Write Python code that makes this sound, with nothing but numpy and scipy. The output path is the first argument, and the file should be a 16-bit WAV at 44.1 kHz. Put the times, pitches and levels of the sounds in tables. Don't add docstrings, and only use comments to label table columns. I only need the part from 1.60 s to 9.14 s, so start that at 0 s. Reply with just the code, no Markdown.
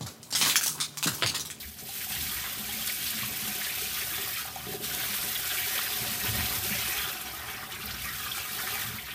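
import sys
import numpy as np
from scipy import signal
from scipy.fft import rfft, irfft, next_fast_len
from scipy.io import wavfile
from scipy.ndimage import map_coordinates

SR = 44100
rng = np.random.default_rng(int(sys.argv[2]) if len(sys.argv) > 2 else 0)


def store_wav(level_fs):
    pcm = np.round(np.clip(np.atleast_2d(level_fs), -1, 1) * 32767)
    wavfile.write(sys.argv[1], SR, pcm.T.astype(np.int16))


N = 332646
TIME = np.arange(N) / SR

# (frequency [Hz], filter gain [dB])
SPRAY_COLOUR = [(500, -69), (1200, -10), (3000, -4.5), (5000, -5), (7300, -6), (9000, -4), (10500, -5),
                (12000, -2.5), (13500, 0.5), (15500, -2)]
COARSE_PER_FLOW = 0.13


def spray(level_db, flow_db, count=30000, size=48):
    start = rng.uniform(0, N / SR, count)
    hz = rng.uniform(2500, 16000, count)
    gain = amp(2 * bounded_normal(count)) * np.sqrt(hz)
    crackle = unit(bubbles(start, hz, gain, cycles=2, rise=0, size=size))
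    mist = 1.2 * rng.standard_normal(N)
    hiss = filtered(crackle + mist, lambda f: amp(along(SPRAY_COLOUR, f)))
    hiss = band_unit(hiss, 7300, 13760)
    coarse = lowpass(hiss, 11500, order=12)
    fine = hiss - coarse
    coarse = coarse * amp(COARSE_PER_FLOW * flow_db)
    hiss = sum(part * spurts(depth_db=1.17, life=0.014, count=500) for part in (coarse, fine))
    gush = spurts(depth_db=1.03, life=0.01, count=500)
    return walls(hiss * gush, wet_db=-8.5) * amp(level_db)


# (frequency [Hz], filter gain [dB])
FROTH_COLOUR = [(500, -34), (950, -6), (1200, -2), (1800, -3.5), (2400, -3.5), (3400, -0.5), (4200, -4),
                (5300, -5), (7000, -11), (12000, -17)]
BIGGEST_DB, BIGGEST_PER_POOL = 1, 0.36


def froth(large_db, small_db, clump_db, pool_db, count=3200, size=600):
    cloud = rng.integers(0, count, size=11000)
    bubble_count = len(cloud)
    start = rng.uniform(0, N / SR, count)[cloud] + .007 * rng.exponential(1, bubble_count)
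    hz = 900 * (7000 / 900) ** (rng.random(count) ** .6)[cloud]
    hz *= np.exp(0.1273 * rng.standard_normal(bubble_count))
    gain_db = 1.4 * bounded_normal(count)[cloud] + 2 * bounded_normal(bubble_count)
    gain = amp(gain_db) * hz ** .75 * rng.choice([-1, 1], bubble_count)
    cycles = 9 * np.sqrt(hz[:, None] / 2500)
    fizz = unit(bubbles(start, hz, gain, cycles, rise=.02, size=size))
    fizz = walls(fizz + .2 * rng.standard_normal(N), wet_db=-4)
    fizz = filtered(fizz, lambda f: amp(along(FROTH_COLOUR, f)) * hollow(f))
    large = lowpass(fizz, 2600)
    small = band_unit(fizz - large, 2600, 5500) * amp(small_db)
    large = band_unit(large, 770, 3470) * amp(large_db)
    biggest = lowpass(large, 1500)
    biggest_gain = amp(BIGGEST_DB + BIGGEST_PER_POOL * np.maximum(pool_db, -3))
    large = large - biggest + biggest * biggest_gain
    return sum(part * spurts(clump_db, life=.025, count=250) for part in (large, small))


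TILT_PER_POOL = 0.4


def drumming(patter_db, pool_db, weight_db, ring_db):
    def low(f):
        return 1 / (1 + (f / 290) ** 4) ** 2

    patter = filtered(impacts(spread_db=3.5, count=4500), lambda f: basin(f) * (1 - low(f)))
    patter = sloshed(patter, pool_db)
    tilt_db = TILT_PER_POOL * pool_db
    dull = lowpass(patter, 650)
    patter = dull * amp(-tilt_db / 2) + (patter - dull) * amp(tilt_db / 2)

    rumble = impacts(spread_db=2.0, count=3500)
    rumble = filtered(rumble, lambda f: basin(f) * low(f) / (1 + (42 / (f + 1)) ** 6))
    deep = lowpass(rumble, 165)
    ring = amp(ring_db)
    rumble = (deep + ring * (rumble - deep)) / np.sqrt(0.58 + 0.38 * ring ** 2)
    return band_unit(patter, 313, 906) * amp(patter_db) + band_unit(rumble, 40, 202) * amp(weight_db)


SLOSH, SLOSH_HZ = 0.01402, 5
DETUNE_PER_POOL = .003


def sloshed(x, pool_db):
    knots = rng.standard_normal(int(N / SR * SLOSH_HZ) + 4)
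    wobble = SLOSH * map_coordinates(knots, [TIME * SLOSH_HZ])
    speed = 1 + wobble + DETUNE_PER_POOL * np.maximum(pool_db, 0)
    return map_coordinates(x, [np.cumsum(speed)], mode="mirror")


# (time [s], peak level before the echoes [dB], pitch [Hz], length [s], scatter of pitch [share])
PLUNGE_HITS = [(.003, -34, 3720, 0.038, 0.18), (0.028, -37.5, 1950, 0.031, 0.1),
               (0.169, -46, 1800, 0.045, .3), (0.187, -36, 5250, .022, .17),
               (0.265, -48, 3000, 0.028, 0.22), (0.406, -33.5, 2240, .025, 0.17),
               (.503, -33, 2670, .022, 0.45), (0.55, -30, 3250, .018, .08), (0.557, -33, 2200, 0.031, 0.16),
               (0.693, -28, 4000, .025, 0.33), (0.764, -33, 2500, .02, 0.12),
               (0.84, -31, 1650, 0.034, 0.18), (1.096, -33, 3200, .02, .02), (1.132, -35, 2260, .014, .05),
               (1.214, -32, 3180, 0.016, .02), (1.273, -27, 4230, .025, 0.14),
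               (1.294, -26, 2210, 0.012, 0.13), (1.462, -26, 4120, 0.033, 0.16),
               (1.577, -33.5, 1870, .025, 0.1), (1.846, -31, 3170, .014, 0.047),
               (2.013, -26.5, 2030, 0.011, 0.13), (2.046, -25, 3540, .015, 0.15),
               (2.066, -30, 1800, 0.023, 0.081), (2.095, -29, 2220, .03, 0.13),
               (2.255, -29, 2630, .014, .06), (2.411, -28.5, 2100, 0.021, 0.13),
               (2.53, -34, 2300, 0.022, 0.056), (2.956, -35, 6290, .008, .04),
               (3.239, -31, 4150, 0.021, 0.16), (3.398, -30, 1710, .025, 0.14),
               (3.433, -30, 1610, 0.024, 0.15), (3.532, -29, 2170, .02, 0.37),
               (3.753, -23.5, 3400, 0.013, 0.047), (3.904, -24.5, 3260, .025, 0.091),
               (4.179, -23, 3360, 0.0057, 0.049), (4.189, -23.5, 1540, .008, 0.12),
               (4.27, -30, 1850, 0.0083, .15), (4.657, -30.5, 1520, 0.02, 0.11),
               (4.856, -26.5, 3780, .01, 0.14), (5.122, -25, 2190, 0.021, 0.13),
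               (5.487, -29, 1840, 0.017, 0.24), (5.841, -37, 1880, .012, .03),
               (5.894, -34.5, 1550, 0.011, 0.18), (5.951, -33, 2100, 0.014, 0.14),
               (5.979, -34, 1380, 0.021, 0.11), (6.026, -30, 1580, 0.015, 0.16),
               (6.151, -34, 2300, 0.019, 0.045), (6.186, -37, 1700, .006, 0.12),
               (6.211, -33, 3480, 0.024, 0.23), (6.267, -35, 4800, 0.012, 0.058),
               (6.308, -28.5, 3400, .006, 0.19), (6.308, -33, 5700, 0.022, 0.13),
               (6.339, -35, 5400, .012, 0.023), (6.38, -33, 2700, .02, 0.091),
               (6.442, -33, 2220, 0.029, 0.045), (6.66, -29, 1510, .013, 0.16),
               (6.714, -24, 3360, 0.01, 0.02), (6.987, -28.5, 1610, 0.029, 0.16),
               (7.07, -25.5, 1680, 0.019, 0.19), (7.383, -29.5, 2150, 0.014, 0.065)]


def plunges(count=16):
    out = np.zeros(N)
    for s, db, hz, length, spread in PLUNGE_HITS:
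        lag, detune, sign = rng.random((3, count))
        start = s + length * (np.arange(count) + lag) / count
        pitch = hz * np.exp(spread * np.sqrt(3) * (2 * detune - 1))
        fade = np.linspace(1, .5, count) * np.sign(sign - .5)
        burst = bubbles(start, pitch, fade, cycles=1.2 + 0.23 / max(spread, .02), rise=0.032)
        out += amp(db) * burst / np.abs(burst).max()
    return walls(out, wet_db=-13.5)


# (time [s], level before the decay [dB], pitch [Hz], t60 [s])
THUMP_HITS = [(0.051, -38.5, 71.5, 0.3), (.078, -39, 215, 0.12), (.228, -42, 134, .2),
              (0.515, -41, 197, 0.25), (0.576, -38, 76, .28), (.752, -37, 66, 0.28), (0.989, -37, 210, .45),
              (1.149, -37.5, 215.6, 0.35), (1.619, -39, 205.5, .28), (1.623, -36, 121, .28),
              (1.82, -41, 210, 0.34), (1.876, -36, 205.5, 0.25), (2.238, -42, 193, .2),
              (3.074, -43, 208, 0.28), (3.11, -37, 159, 0.25), (3.222, -41, 217, 0.22),
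              (3.493, -38.5, 204, 0.23), (4.467, -36.5, 113, .35), (4.684, -28.5, 109, 0.45),
              (4.69, -34, 72, .3), (4.744, -39, 226, .25), (4.778, -32, 79.5, 0.34),
              (4.975, -35.5, 99, 0.27), (5.108, -27.5, 199, 0.14), (5.372, -39, 66, 0.23),
              (5.645, -42, 216, .25), (6.03, -43, 215, .2), (6.233, -39, 213.5, 0.22),
              (7.246, -34, 112, 0.23)]


def thumps():
    out, t = np.zeros(N), TIME[:SR // 2]
    for s, db, hz, t60 in THUMP_HITS:
        swing = amp(-60 * t / t60) * (1 - np.exp(-t / .005))
        add(out, s, amp(db) * swing * np.sin(2 * np.pi * hz * t))
    return out


# (time [s], level before 2 dB of boost and the floor's response [dB])
SLAP_HITS = [(0.225, -32.5), (.975, -34), (1.957, -33), (2.222, -37), (2.582, -32), (2.599, -32),
             (2.639, -34), (3.069, -30), (3.09, -26), (3.114, -26.5), (3.14, -22.5), (3.204, -26.5),
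             (3.228, -34), (3.642, -26.5), (4.647, -24.5)]
# (frequency [Hz], filter gain [dB])
CONTACT_COLOUR = [(60, -25), (150, 3.5), (215, 4.5), (300, 2.5), (420, 6), (560, 2), (750, -4), (1500, -34)]
CHURN, CHURN_S = 0.7, 0.03


def slaps():
    force, t = np.zeros(N), TIME[:SR // 8]
    for s, db in SLAP_HITS:
        push = np.exp(-t / .0007)
        churn = CHURN * rng.standard_normal(len(t)) * np.exp(-t / CHURN_S)
        add(force, s, amp(db + 2) * (push + churn))
    return filtered(force, lambda f: basin(f) * amp(along(CONTACT_COLOUR, f)))


# (time [s], level before 4.5 dB of boost [dB], pitch [Hz])
GULP_HITS = [(.225, -48, 390), (.29, -42.5, 785), (.468, -43, 754), (.508, -43, 750), (.541, -47, 790),
             (.63, -46, 755), (.837, -40.5, 1020), (.841, -45, 766), (.873, -39, 1100), (1.09, -41, 795),
             (1.191, -45, 750), (1.632, -33.5, 1110), (1.733, -45, 735), (2.22, -42, 417), (2.42, -44, 390),
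             (2.58, -40, 750), (2.594, -48, 390), (2.675, -42.5, 740), (2.853, -37, 760), (2.882, -42, 746),
             (2.96, -32.5, 763), (2.969, -44, 900), (3.138, -34.5, 730), (3.435, -37, 725),
             (3.638, -38, 378), (4.395, -39, 716), (4.645, -37, 970), (4.805, -39, 950), (5.15, -43, 585),
             (5.342, -39, 780), (5.867, -42, 770), (6.778, -41, 770), (7.036, -40, 740),
             (7.155, -35.5, 805)]


def gulps():
    s, db, hz = np.transpose(GULP_HITS)
    ring = bubbles(s, hz, amp(db + 4.5), cycles=7, rise=.012, size=2000)
    return walls(ring, wet_db=-11)


# (time [s], level before 5.5 dB of cut [dB], decay time [s], high-pass cutoff [Hz])
SMACK_HITS = [(.551, -20, .0043, 7000), (1.262, -22, .01, 6000), (1.273, -17, 0.0071, 7000),
              (3.349, -11, 0.00086, 6000), (3.647, -16, .001, 6000), (4.755, -19.5, 0.0089, 8000),
              (4.937, -14, .0016, 8000), (5.613, -25.5, 0.012, 6000), (6.257, -15.5, 0.007, 12400),
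              (6.455, -22, 0.0023, 6000), (7.208, -24, .01, 10000)]


def smacks():
    out, t = np.zeros(N), TIME[:SR // 25]
    for s, db, decay, low_hz in SMACK_HITS:
        highpass = signal.butter(4, low_hz, "highpass", fs=SR, output="sos")
        tick = signal.sosfilt(highpass, rng.standard_normal(len(t)))
        add(out, s, amp(db - 5.5) * tick * np.exp(-t / decay))
    return walls(out, wet_db=-10)


# (pool depth [dB], lowest pitch [Hz])
PLINK_FLOOR = [(-15.5, 2300), (-.5, 1450), (2, 1150)]


def plinks(level_db, pool_db, count=1100):
    start, pitch, strength = rng.random((count, 3)).T
    high_hz, range_db = 6400, 12
    low_hz = np.interp(pool_db[(start * N).astype(int)], *np.transpose(PLINK_FLOOR))
    hz = low_hz * (high_hz / low_hz) ** pitch
    cycles = 33 * np.sqrt(hz[:, None] / 2500)
    gain = amp(range_db * strength ** 2)
    notes = bubbles(start * N / SR, hz, gain, cycles, rise=0.008, size=1900)
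    return unit(filtered(walls(notes, wet_db=-8), hollow)) * amp(level_db)


def gurgles(count=440):
    start, pitch, strength = rng.random((count, 3)).T
    low_hz, high_hz, range_db = 310, 1200, 12
    hz = low_hz * (high_hz / low_hz) ** pitch
    notes = bubbles(start * N / SR, hz, amp(range_db * strength), cycles=18.4, rise=0.074, size=2400)
    return unit(filtered(notes, lambda f: np.abs(basin(f)) ** .3))


def droplets(level_db, count=3600):
    start, pitch, strength = rng.random((count, 3)).T
    low_hz, high_hz, range_db = 1400, 6200, 16
    hz = low_hz * (high_hz / low_hz) ** pitch
    blips = bubbles(start * N / SR, hz, amp(range_db * strength ** 2), cycles=9, rise=.04, size=500)
    return unit(blips) * amp(level_db)


# (frequency [Hz], width [Hz], gain of the mode alone [dB])
BASIN_MODES = [(64, 12, -10), (77.4, 28.6, -3.5), (119.6, 13.7, -1.5), (164, 62, -8), (219, 16.6, 0.5),
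               (299, 81, -3.5), (381, 57, -0.5), (409, 18, 1.5), (556, 22, -1), (596, 22, 0.5),
               (733.4, 49, 8.5), (830, 17, -12), (966, 82, 1.5)]


def basin(f):
    modes = sum(amp(db) * 1j * f * w / (hz * hz - f * f + 1j * f * w) for hz, w, db in BASIN_MODES)
    null_hz, null_width = 490, 25
    null = (null_hz ** 2 - f * f) / (null_hz ** 2 - f * f + 1j * f * null_width)
    radiation = f ** 2 / (f ** 2 + 40 ** 2)
    return modes * null * radiation / (1 + (f / 1300) ** 2)


# (frequency [Hz], width [Hz], peak boost [dB])
AIR_MODES = [(1250, 52, 6), (1390, 30, 2), (1516, 59, 3.5), (1870, 110, 4.5), (2303, 100, 5.5),
             (2540, 210, 4), (3230, 160, 2.5), (3500, 130, 1.5)]


def hollow(f):
    return amp(sum(db / (1 + (2 * (f - centre) / width) ** 2) for centre, width, db in AIR_MODES))


# (frequency [Hz], t60 [s])
WALL_DECAY = [(200, 0.034), (1500, 0.49), (5000, 0.13), (15000, 0.0058)]


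def walls(x, wet_db, count=8):
    hz, t, z = signal.stft(rng.standard_normal((count, SR // 8)), SR, nperseg=256)
    decay = amp(-60 * t / along(WALL_DECAY, hz)[:, None])
    tails = signal.istft(z * decay, SR, nperseg=256)[1]
    tails /= np.linalg.norm(tails, axis=1, keepdims=True)
    spot = TIME * 14
    echo = np.zeros(N)
    for k, tail in enumerate(tails):
        share = np.maximum(0, 1 - np.abs((spot + k) % count - 1))
        echo += signal.oaconvolve(x * np.sqrt(share), tail)[:N]
    return (x + amp(wet_db) * echo) / np.hypot(1, amp(wet_db))


def bubbles(s, hz, gain, cycles, rise, size=700):
    age = np.arange(size)
    turns = hz[:, None] * age / SR
    life = turns / cycles
    ring = np.sin(2 * np.pi * turns * (1 + rise * life / 2))
    ring = ring * np.exp(-life) * (1 - np.exp(-2 * turns))
    at = (np.maximum(s, 0) * SR).astype(int)[:, None] + age
    sound = gain[:, None] * ring * (1 - age / size)
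    return np.bincount(at.ravel(), sound.ravel(), N)[:N]


def impacts(spread_db, count):
    size = amp(spread_db * bounded_normal(count)) * rng.choice([-1, 1], count)
    return np.bincount(rng.integers(0, N, count), size, N)


def spurts(depth_db, life, count):
    jumps = np.bincount(rng.integers(0, N, count), rng.exponential(1, count), N)
    swell = signal.lfilter([1], [1, -np.exp(-1 / (life * SR))], jumps)
    return amp(depth_db * np.minimum(unit(swell - swell.mean()), 2.5))


def bounded_normal(count):
    return np.clip(rng.standard_normal(count), -2, 2)


def amp(db):
    return 10 ** (np.asarray(db) / 20)


def unit(x):
    return x / np.sqrt(np.mean(x ** 2) + 1e-20)


def along(points, hz):
    f, v = np.transpose(points)
    return np.interp(np.log(hz + 1), np.log(f + 1), v)


def filtered(x, response):
    m = next_fast_len(N + SR // 2)
    return irfft(rfft(x, m) * response(np.fft.rfftfreq(m, 1 / SR)), m)[:N]


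def lowpass(x, hz, order=8):
    return filtered(x, lambda f: 1 / (1 + (f / hz) ** order))


def band_unit(x, lo_hz, hi_hz):
    return x / filtered(x, lambda f: (f > lo_hz) & (f < hi_hz)).std()


def add(track, s, sound):
    part = track[max(0, round(s * SR)):][:len(sound)]
    part += sound[:len(part)]


def curves(rows):
    s, *columns = np.transpose(rows)
    return [np.interp(TIME, s, c) for c in columns]


def swells(rows):
    rows = np.array(rows)
    middle, length = rows[:, :1], rows[:, 1:2]
    arches = np.cos(np.pi * np.clip((TIME - middle) / length, -.5, .5))
    return rows[:, 2:].T @ arches


def follows(law, flow_db, pool_db):
    steady_db, per_flow, per_pool = law
    return steady_db + per_flow * flow_db + per_pool * pool_db


# (time [s], flow re a steady pour [dB])
FLOW_CURVE = [(0, -3.5), (.1, -4.5), (.155, -8), (.19, -5.5), (.31, -3.5), (.54, 1), (.92, -1.5),
              (1.15, 0.5), (1.55, 1.5), (1.72, -0.5), (1.86, 1.5), (2.38, 1.5), (2.48, 0), (2.81, -.3),
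              (2.86, -5), (2.94, -8), (3.02, -6), (3.11, -3.5), (3.155, 1), (3.195, -3.5), (3.245, 1.5),
              (4.87, 3.5), (5.42, 1.5), (5.7, -5.5), (6.08, -7.5), (6.31, -5), (6.39, -6.5), (6.48, -3),
              (7.22, 0), (7.45, -8)]
# (time [s], depth [dB])
POOL_CURVE = [(.14, -14.5), (.34, -11), (.54, -0.5), (3.1, -0.5), (4.9, 2), (5.8, 4), (7.54, 3.5)]
# (time [s], level [dB])
PATTER_CURVE = [(0.13, -58.5), (0.46, -57.5), (1.07, -54), (1.45, -56.5), (1.8, -52), (2.98, -55.5),
                (3.32, -51), (3.88, -51.5), (4.32, -48.5), (5.06, -47.5), (6.3, -53), (6.55, -56),
                (7.14, -48), (7.33, -53), (7.54, -60)]
# (middle [s], length [s], change in bubbling [dB])
GUSH_SWELLS = [(.7, 0.51, 3.5), (1.63, 0.13, 7), (2.09, 0.07, -1), (2.39, 0.13, 7), (2.7, 0.75, 6),
               (3.47, 0.26, 5.5), (3.95, 0.26, 7), (4.14, 0.31, 7.5), (4.67, 0.077, 6), (4.8, 0.16, 1.5),
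               (5.21, 0.32, 6), (5.44, 0.22, 4), (6.5, 0.28, 2), (6.75, 0.18, 4.5), (7.17, 0.28, 3)]
# (middle [s], length [s], change in bubbling [dB])
BREAK_DIPS = [(.115, 0.22, -11), (.235, 0.052, -7), (.325, 0.032, -4), (.475, 0.043, -6), (.96, 0.055, -2),
              (1.36, 0.068, -3.5), (3.185, 0.12, -9.5), (4.58, 0.047, -3.5), (5.0, 0.074, -2.5),
              (5.64, 0.063, -1.5), (6.09, 0.043, -4), (6.185, 0.034, -4), (6.93, 0.24, -1)]
# (middle [s], length [s], added weight [dB], added ring near 200 Hz over the deeper modes [dB])
SURGE_SWELLS = [(.62, 0.3, 6.5, -1), (1.05, 0.48, 2, 4), (1.63, 0.75, 4, 6.5), (1.87, 0.15, 3.5, 5),
                (3.25, 0.63, 4.5, 2), (4.53, 0.39, 8.5, 1.5), (4.77, 0.29, 13, -1.5), (5.07, 0.55, 8, -1.5),
                (6.38, 0.82, 6, -4), (7.26, 0.37, 8, -2.5)]
# (level in a steady pour [dB], change with flow [dB per dB], change with pool depth [dB per dB])
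SPRAY_FOLLOW = (-38.5, 1, -0.042)
LARGE_BUBBLE_FOLLOW = (-48.5, 0.4, 1)
SMALL_BUBBLE_FOLLOW = (-45.5, 0.79, 0.3)
PLINK_FOLLOW = (-48.5, 0.62, 0.7)
DROPLET_FOLLOW = (-49, .8, 0.3)
WEIGHT_FOLLOW = (-53, 0.042, 0.036)
SMALL_PER_GUSH, SPRAY_PER_GUSH = 0.33, 0.13
BREAK_SHARE = 0.46
CLUMP_DB, CLUMP_PER_THINNING = 0.5, 0.33
RING_DB, RING_PER_POOL = -1.5, -0.089
GURGLE_DB = -4.5


def scene():
    flow_db, = curves(FLOW_CURVE)
    pool_db, = curves(POOL_CURVE)
    patter_db, = curves(PATTER_CURVE)
    gush_db, = swells(GUSH_SWELLS)
    break_db, = swells(BREAK_DIPS)
    surge_db, surge_ring_db = swells(SURGE_SWELLS)

    def level(law):
        return follows(law, flow_db, pool_db)

    mist = spray(level(SPRAY_FOLLOW) + SPRAY_PER_GUSH * gush_db, flow_db)
    large_db = level(LARGE_BUBBLE_FOLLOW) + gush_db
    small_db = level(SMALL_BUBBLE_FOLLOW) + SMALL_PER_GUSH * gush_db
    clump_db = CLUMP_DB + CLUMP_PER_THINNING * np.maximum(-flow_db, 0)
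    bubbling = froth(large_db, small_db, clump_db, pool_db)
    bubbling += plinks(level(PLINK_FOLLOW), pool_db)
    bubbling += droplets(level(DROPLET_FOLLOW))
    bubbling += gurgles() * amp(patter_db + GURGLE_DB)
    ring_db = RING_DB + RING_PER_POOL * pool_db + surge_ring_db
    floor = drumming(patter_db, pool_db, level(WEIGHT_FOLLOW) + surge_db, ring_db)

    stream = (mist + floor) * amp(BREAK_SHARE * break_db) + bubbling * amp(break_db)
    mono = stream + plunges() + thumps() + slaps() + gulps() + smacks()
    return np.array([mono, mono])


TOP_HZ = 15330


def record(dry):
    return np.array([filtered(x, lambda f: f < TOP_HZ) for x in dry])


dry = scene()
out = record(dry)
store_wav(out)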